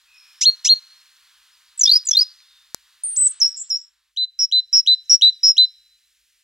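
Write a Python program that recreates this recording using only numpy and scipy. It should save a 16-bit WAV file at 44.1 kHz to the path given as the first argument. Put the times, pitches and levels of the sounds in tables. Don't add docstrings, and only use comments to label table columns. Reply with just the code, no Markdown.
import sys
import numpy as np
from scipy import signal
from scipy.fft import rfft, irfft, next_fast_len
from scipy.io import wavfile
from scipy.ndimage import uniform_filter1d, map_coordinates

SR = 44100
rng = np.random.default_rng(int(sys.argv[2]) if len(sys.argv) > 2 else 0)


def put_to_file(sound):
    columns = np.atleast_2d(sound).T
    safe = np.clip(columns, -1, 1)
    whole_steps = np.round(safe * 32767)
    wavfile.write(sys.argv[1], SR, whole_steps.astype(np.int16))


def magnitude_from_level(level_db):
    exponent = np.asarray(level_db, float) / 20
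    return 10 ** exponent


N = 283651
CUT_S = 4.12


def unit(x):
    return x / np.sqrt(np.mean(x ** 2) + 1e-20)


def wobble(size, rate):
    return map_coordinates(rng.standard_normal(400), [np.arange(size) * rate / SR % 390])


def filtered(x, response):
    m = next_fast_len(N + 8192)
    return irfft(rfft(x, m) * response(np.fft.rfftfreq(m, 1 / SR)), m)[..., :N]


def coloured(points):
    f, db = np.transpose(points)
    gain = lambda hz: magnitude_from_level(np.interp(np.log(hz + 1), np.log(f), db, -120, -120))
    return unit(filtered(rng.standard_normal(N), gain))


def breath_noise(size, low_hz, high_hz, order):
    b, a = signal.butter(order, [low_hz / SR * 2, high_hz / SR * 2], "band")
    return signal.lfilter(b, a, rng.standard_normal(size))


def gate(t, start, end, rise, fall):
    ramp = np.minimum((t - start) / rise, (end - t) / fall)
    return np.sin(np.pi / 2 * np.clip(ramp, 0, 1)) ** 2


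def peak(hz, centre_hz, width_hz):
    return 1 / np.sqrt(1 + ((hz - centre_hz) / width_hz) ** 2)


def note(length, hz, db, glide_hz, swell_db, lead):
    t = np.arange(-lead, length + .012, 1 / SR)
    where = (t / length - .3) / 0.51
    pitch = hz + glide_hz * np.clip(where, -.5, 1.4)
    return t, pitch, magnitude_from_level(db + swell_db * np.clip(where, -.4, 1.5))


def add(out, s, hz, partials):
    phase = 2 * np.pi * np.cumsum(hz) / SR
    out[round(s * SR):][:len(hz)] += sum(
        np.sqrt(2) * g * np.sin(k * phase + k * k) * (k * hz < 15800) for k, g in partials)


def add_air(out, s, air):
    out[round(s * SR):][:len(air)] += air


# (time [s], level [dB])
WOOD_FADER = [(0, -72.5), (.32, -66.5), (2.0, -70), (3.0, -70.5), (3.35, -65.5), (3.62, -74), (3.92, -81),
              (4.2, -83), (5.1, -73.5), (6.43, -73.5)]
# (frequency [Hz], level [dB per Hz])
MURMUR_SPECTRUM = [(300, -62), (600, -32.5), (1000, -6), (1700, -2), (2200, -7), (4200, 0.5), (6000, -17.5),
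                   (9000, -33)]
# (frequency [Hz], level [dB per Hz])
HISS_SPECTRUM = [(150, -23), (900, -22.5), (1750, -4), (4000, -1), (14800, -9), (16000, -11)]
# (frequency [Hz], level [dB per Hz])
HUM_SPECTRUM = [(20, -26.5), (35, -11), (54, 6), (80, -14), (120, -28.5), (150, -63.5)]


def background():
    t = np.arange(N) / SR
    hiss = coloured(HISS_SPECTRUM)
    dull = filtered(hiss, lambda hz: 1 / (1 + (hz / 8650) ** 40))
    hiss = np.where((t > 3.08) & (t < 3.85), dull, hiss)
    murmur = magnitude_from_level(8 + 0.66 * wobble(N, 11)) * (t < CUT_S) * coloured(MURMUR_SPECTRUM)
    fader = magnitude_from_level(np.interp(t, *np.transpose(WOOD_FADER)))
    return fader * (murmur + magnitude_from_level(8.5) * hiss) + magnitude_from_level(-87) * coloured(HUM_SPECTRUM)


# (time [s], peak level [dB])
TWIGS = [
    (1.0161, -39.5),
    (1.0564, -45.5),
    (1.1667, -44),
    (2.0358, -39),
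    (2.4033, -41.5),
    (3.267, -24),
    (3.3231, -53),
]


def ticks():
    out, t = np.zeros(N), np.arange(400) / SR
    for s, db in TWIGS:
        out[round(s * SR):][:len(t)] += magnitude_from_level(db + 1 - 60 * t / 0.016) * rng.standard_normal(len(t))
    return filtered(out, lambda hz: (hz / 1400) ** 6 / (1 + (hz / 1400) ** 6) / (1 + (hz / 6500) ** 8))


# (frequency [Hz], level [dB], share of one-sided push [1])
GLITCH = [
    (6300, -5.5, 0.1),
    (5200, -15.5, 0.92),
]


def click():
    t = np.arange(N) / SR - 2.74638
    window = np.exp(-(t / .00014) ** 4)
    channels = []
    for hz, db, push in GLITCH:
        body = magnitude_from_level(db) * (push - np.cos(2 * np.pi * hz * t))
        edge = magnitude_from_level(-14.5) * np.cos(4 * np.pi * hz * t)
        channels.append(window * (body + edge))
    return np.array(channels)


def slurs(rows, edge, bend, rough_db, jitter, third_db):
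    out = np.zeros(N)
    for s, length, first, middle, last, db in rows:
        u = np.arange(-.12, 1.12, 1 / (SR * length))
        hz = middle + np.where(u < .5, first - middle, last - middle) * np.abs(2.5 * u - 1.25) ** bend
        hz = hz * (1 + jitter * wobble(len(u), 270))
        gain = magnitude_from_level(db + rough_db * wobble(len(u), 5 / length ** 1.4)) * gate(u, -0.11, 1.12, edge, edge)
        rough = wobble(len(u), 900)
        second = magnitude_from_level(-25.5) * gain ** 2 * rough
        third = magnitude_from_level(third_db) * gain ** 3 * (1 + .5 * rough)
        add(out, s - 0.088 * length, hz, [(1, gain), (2, second), (3, third)])
    return out


# (time [s], length [s], pitch [Hz], sweep [Hz], level [dB])
FAR_BIRDS = [(0.061, 0.27, 2508, -71, -63), (0.134, 0.28, 5330, 101, -61.5),
             (0.273, .072, 3950, -2400, -73), (0.969, .039, 5300, -300, -67), (1.199, .07, 4420, -130, -70),
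             (1.32, .09, 3050, -400, -70.5), (1.512, .05, 4930, -700, -69), (1.66, .05, 4500, -1400, -67),
             (2.401, 0.27, 3635, -48.5, -65.5), (3.631, .045, 4300, 2093, -65.5),
             (3.762, .073, 7390, 401.5, -61), (5.047, 0.031, 6170, -700, -65.5),
             (5.33, 0.038, 5100, -800, -63.5), (5.40, .04, 5010, -490, -70)]


def distant():
    rows = [(s, d, hz - sweep / 2, hz, hz + sweep / 2, db) for s, d, hz, sweep, db in FAR_BIRDS]
    return slurs(rows, .2, 1.05, 2.5, .025, -60)


# (time [s], length [s], pitch [Hz], glide [Hz], level [dB])
THIN_NOTES = [
    (3.0358, 0.13, 8910, -82, -24),
    (3.1684, .110, 8055, -48.5, -15),
    (3.226, .092, 8490, 119, -28),
    (3.457, 0.076, 8080, -48, -54),
]


def seets():
    out = np.zeros(N)
    for s, length, centre, glide, db in THIN_NOTES:
        loud, top = db > -20, centre > 8700
        t, hz, gain = note(length, centre, db, glide, 1 - 7 * top, .012)
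        swoop = loud * -900 * np.exp(np.minimum(-t / .004, np.log(5.2)))
        drop = (not top) * -520 * np.exp(np.minimum(t - length, .006) / .004)
        hz = hz + swoop + drop + 25 * wobble(len(t), 200)
        lead = .008 * loud
        gain = gain * gate(t, -lead - .001, length + 0.012, 0.0013 + lead, 0.02)
        gain = gain * magnitude_from_level(1.0 * wobble(len(t), 99))
        half = gain * magnitude_from_level(-42.5 + 3.3 * wobble(len(t), 30)) * top
        add(out, s + t[0], hz, [(1, gain * peak(hz, centre, 700)), (.5, half)])
    return out


# (time [s], length [s], pitch [Hz], level [dB], swell [dB])
FALLING_NOTES = [
    (3.4082, 0.087, 5332, -11, -4),
    (3.701, 0.086, 5310, -18.5, 0),
]
# (time [s], length [s], pitch [Hz], level [dB], swell [dB])
BUZZ_NOTES = [
    (3.5624, 0.078, 7604, -33, 3),
]


def chews():
    out = np.zeros(N)
    for s, length, centre, db, swell in FALLING_NOTES:
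        t, hz, gain = note(length, centre, db, 30, swell, 0.022)
        hz = hz + 560 * np.exp(-t / 0.00804) + 340 * np.maximum(t / length, 0) ** 2.9
        hz = hz + 30 * wobble(len(t), 303) + 40 * wobble(len(t), 52)
        broken = np.abs(1 - 0.12 * wobble(len(t), 300) ** 2 - .17 * wobble(len(t), 110) ** 2)
        gain = gain * gate(t, -0.0094, length + 0.009, 0.018, 0.05) * broken
        add(out, s + t[0], hz, [(1, gain), (2, gain * magnitude_from_level(-33.0) * wobble(len(t), 500))])
    for s, length, centre, db, swell in BUZZ_NOTES:
        t, hz, gain = note(length, centre, db, 0, swell, 0.0015)
        vibrato = 330 * np.sin(2 * np.pi * 235 * t + 1.3 * wobble(len(t), 150))
        hz = hz + vibrato + 90 * wobble(len(t), 500)
        uneven = np.abs(1 + .5 * wobble(len(t), 500))
        gain = gain * gate(t, -0.00066, length + 0.0047, 0.0072, 0.028) * uneven
        add(out, s + t[0], hz, [(0.98, gain)])
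    return out


# (time [s], length [s], pitch [Hz], level [dB], vibrato depth [Hz])
HIGH_NOTES = [
    (4.3911, 0.069, 5502, -14, 225),
    (4.7296, 0.0826, 5412, -10.5, 190),
    (5.097, 0.069, 5600, -9.5, 161.6),
    (5.433, 0.0908, 5332, -10, 214.6),
]
# (time [s], length [s], level [dB], wobble depth [Hz], lead-in [s])
LOW_NOTES = [
    (4.172, .082, -19.5, 151, 0.01),
    (4.5233, .0832, -13.5, 130, .011),
    (4.8735, 0.078, -10, 200, .013),
    (5.2211, .0835, -7.5, 322.7, .011),
    (5.58, 0.079, -8.5, 112, 0.015),
]


def song_high(out):
    for s, length, centre, db, depth in HIGH_NOTES:
        t, hz, gain = note(length, centre, db, 30, -1.5, 0.012)
        size = len(t)
        beat = 2 * np.pi * 188 * t + 0.62 * wobble(size, 60)
        quaver = depth * np.sin(beat - 2) * gate(t, -0.035, length + .01, 0.023, 0.082)
        drop = 300 * np.exp(np.minimum(t - length, 0) / 0.0032)
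        hz = hz - quaver - drop + 40 * wobble(size, 600) + 35 * wobble(size, 29.79)
        gain = gain * gate(t, -.002, length + .005, .003, .022) * (1 - .55 * np.exp(-np.maximum(t, 0) / .011))
        gain = gain * magnitude_from_level(.6 * np.sin(2 * beat) + .5 * wobble(size, 400) + .7 * wobble(size, 40))
        second = gain * magnitude_from_level(-47) * (0.78 + wobble(size, 900))
        between = gain * magnitude_from_level(-55.5) * wobble(size, 1800)
        half = gain * magnitude_from_level(-44) * wobble(size, 740) * wobble(size, 50)
        add(out, s + t[0], hz, [(1, gain), (2, second), (2.5, between), (.5, half)])


def song_low(out):
    for s, length, db, depth, lead in LOW_NOTES:
        flat_hz = .33 * (depth - 105)
        swell_db = -4 * (s - 4.58)
        t, hz, gain = note(length, 4002 - flat_hz, db, .6 * flat_hz, swell_db, .022)
        size = len(t)
        below = 1 / (1 + np.exp(t / .0008))
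        scoop = 660 * below + 800 * np.exp(-np.maximum(t + lead, 0) / 0.0017)
        period_s = np.where(t < .002, .0092, .0072)
        cycle = 1 - np.cos(2 * np.pi * (t - .002) / period_s)
        fading = np.exp(-np.abs(t - .005) / np.where(t < .005, .02, .007))
        pitch = hz - scoop - 200 * cycle * below - (cycle - .35) * depth * fading * (1 - below)
        gain = gain * gate(t, -lead, length + .004, 0.0033, .02) * magnitude_from_level(0.33 * wobble(size, 110))
        gain = gain * (1 - 0.069 * np.exp(-np.maximum(t, 0) / 0.0071))
        tone = gain * peak(pitch, hz, 260) ** 1.9
        split = tone * gate(t, length - .016, 1, .01, 1) * magnitude_from_level(-38)
        add_air(out, s + t[0], magnitude_from_level(-37) * gain * below * breath_noise(size, 3000, 9500, 2))
        caught = below * peak(2 * pitch, 5300, 430) * magnitude_from_level(-22.5 + 2.62 * wobble(size, 420))
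        second = gain * (magnitude_from_level(-40.5) + caught)
        third = tone * magnitude_from_level(-46.5 + 2.5 * wobble(size, 50))
        add(out, s + t[0], pitch, [(1, tone), (2, second), (3, third), (.5, split), (1.5, split)])


def song():
    out = np.zeros(N)
    song_high(out)
    song_low(out)
    return out


# (time [s], length [s], pitch [Hz], level [dB])
DOWN_STEPS = [(1.775, .012, 7770, -34), (1.7918, .011, 7080, -18), (1.8092, .015, 6060, -11.5),
              (1.8317, .015, 5580, -9.5), (1.8522, .014, 5100, -10.5), (1.875, .008, 4840, -19.5),
              (1.972, .011, 5200, -18), (2.051, .0105, 7800, -33.5), (2.0678, .011, 6920, -19),
              (2.086, .012, 6150, -13.5), (2.109, .012, 5720, -11), (2.131, 0.01, 5400, -18),
              (2.226, .0077, 5040, -18)]
# (time [s], length [s], pitch [Hz], level [dB])
UP_STEPS = [(1.8554, 0.013, 3416, -20), (1.8722, .016, 3630, -12), (1.8911, .016, 4060, -8.5),
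            (1.9117, .0165, 4450, -8), (1.9302, .017, 4790, -9.5), (1.952, .0205, 4970, -8.5),
            (2.107, .017, 3364, -34.5), (2.1294, .014, 3430, -20.5), (2.148, .014, 3695, -14),
            (2.167, .016, 4160, -7.5), (2.186, 0.017, 4630, -10), (2.205, .021, 5005, -10.5)]


def trills():
    rows = []
    for s, d, hz, db in DOWN_STEPS:
        hook = 210 * np.tanh((hz - 6040) / 150)
        rows.append((s, d, hz * 1.11, hz, hz - 110 + hook, db))
    for s, d, hz, db in UP_STEPS:
        lean = 0.22 * max(hz - 4000, 0)
        first = hz + 5.2 + lean + 80 * rng.standard_normal()
        rows.append((s, d, first, hz, hz - 70, db))
    return slurs(rows, 0.45, 1.3, .6, 0, -11)


# (time [s], length [s], pitch [Hz], level [dB])
WHISTLES = [
    (0.455, 0.046, 4266, -9),
    (0.6906, 0.049, 4254, -8.5),
]
# (time from the whistle [s], share of its pitch [1])
PITCH_CLIMB = [(-.045, .41), (-.032, .55), (-.013, .69), (-.003, .765), (.002, .92), (.010, .99),
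               (.016, 1.001)]


def rising():
    out = np.zeros(N)
    for s, length, centre, db in WHISTLES:
        t, hz, gain = note(length, centre, db, -28.5, -0.45, 0.052)
        size = len(t)
        hz = hz * np.interp(t, *np.transpose(PITCH_CLIMB)) * (1 + 0.0067 * wobble(size, 400) * (t < 0))
        stack = gain * gate(t, -0.049, 0.015, 0.015, 0.042) * magnitude_from_level(0.81 * wobble(size, 400))
        odd = gate(t, -.046, -0.012, .006, 0.0087)
        lines = []
        for k in range(3, 10):
            line_hz = k / 2 * hz
            throat = peak(line_hz, 5960, 410) ** 1.2 / (1 + (line_hz / 7300) ** 12)
            lines.append((k / 2, stack * magnitude_from_level(-5.0) * throat * (odd if k % 2 else 1)))
        whistle = gain * gate(t, -0.042, length + .006, 0.0022, 0.013) * peak(hz, centre, 500) ** 2.2
        held = whistle * gate(t, 0, 0.89, .012, 0.87)
        add(out, s + t[0], hz, lines + [(1, whistle), (2, held * magnitude_from_level(-43.5)), (3, held * magnitude_from_level(-34.5))])
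        top = breath_noise(size, 9500, 13000, 4)
        breath = breath_noise(size, 3500, 8300, 3)
        add_air(out, s + t[0], magnitude_from_level(-14.0) * stack * (breath + magnitude_from_level(-23.5) * top))
    return out


def trees(x, near_db, far_db, near_s, far_s):
    t = np.arange(2 * SR) / SR
    near, far = (rng.standard_normal(len(t)) * magnitude_from_level(-60 * t / t60) * (t > .006) for t60 in (near_s, far_s))
    tail = magnitude_from_level(near_db) * near / np.linalg.norm(near) + magnitude_from_level(far_db) * far / np.linalg.norm(far)
    return x + signal.fftconvolve(x, tail)[:N]


def echo(x, delay_s, db):
    return magnitude_from_level(db) * np.roll(x, round(delay_s * SR))


# (frequency [Hz], level [dB per Hz])
HAZE_SPECTRUM = [(20, -42.5), (700, -35), (1500, -9.5), (3000, -4), (6000, -0.5), (9000, -10.5),
                 (15500, -10)]


def hazy(x, skirt_db, wide_db, thump_db):
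    level = np.sqrt(np.abs(uniform_filter1d(x ** 2, size=60)))
    jump = level - uniform_filter1d(level, size=500)
    change = np.sqrt(np.abs(uniform_filter1d(jump ** 2, size=700)))
    flutter = coloured([(5, 1), (500, 2), (2000, -18.5), (3200, -46)])
    thump = filtered(x ** 2, lambda hz: hz / (hz + 60) / (1 + (hz / 130) ** 4))
    return x + magnitude_from_level(skirt_db) * x * flutter + magnitude_from_level(wide_db) * change * coloured(HAZE_SPECTRUM) + magnitude_from_level(thump_db) * thump


def masked(x, depth_db, spread_db):
    z = signal.stft(x, nperseg=1024)[2]
    power = np.mean(np.abs(z[:512].reshape(32, 16, -1)) ** 2, axis=1)
    level = 10 * np.log10(power + 1e-30) + spread_db * np.arange(32)[:, None]
    under = np.repeat(np.maximum.accumulate(level, axis=0) - level, 16, axis=0)
    z[:512] *= np.clip((depth_db - under) / 3, .03, 1)
    return signal.istft(z, nperseg=1024)[1][:N]


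def scene():
    t = np.arange(N) / SR
    rolls = hazy(trills(), -30.5, -19.5, -47)
    calls = hazy(rising(), -36.5, -26, -53) + rolls
    first = trees(calls, -21, -35.5, 0.27, 1.3)
    first = first + echo(calls, 0.095, -41.5) + echo(rolls, 0.013, -18.5)
    thin = trees(seets(), -21, -35, .25, .8)
    middle = hazy(thin + trees(chews(), -14, -34, 0.36, 0.9), -33.0, -53.5, -40)
    fade = magnitude_from_level(-95 * np.maximum(t - 3.8, 0)) * (t < CUT_S)
    early = (first + middle + ticks()) * fade
    far = trees(distant(), 0, -6, .15, .6)
    late = trees(hazy(song(), -36, -28.5, -53.0), -26.5, -30.5, 0.22, 0.76)
    mono = masked(early + far + late + background(), depth_db=47.5, spread_db=1.5)
    lag = lambda hz: np.exp(-1j * np.pi * hz / SR * 0.99 * np.array([[1], [-1]]))
    return filtered(np.array([mono, mono]), lag) + click()


def band_limit(x):
    return signal.sosfilt(signal.butter(12, 16660, fs=SR, output="sos"), x)


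def record(dry):
    return band_limit(dry)


dry = scene()
out = record(dry)
put_to_file(out)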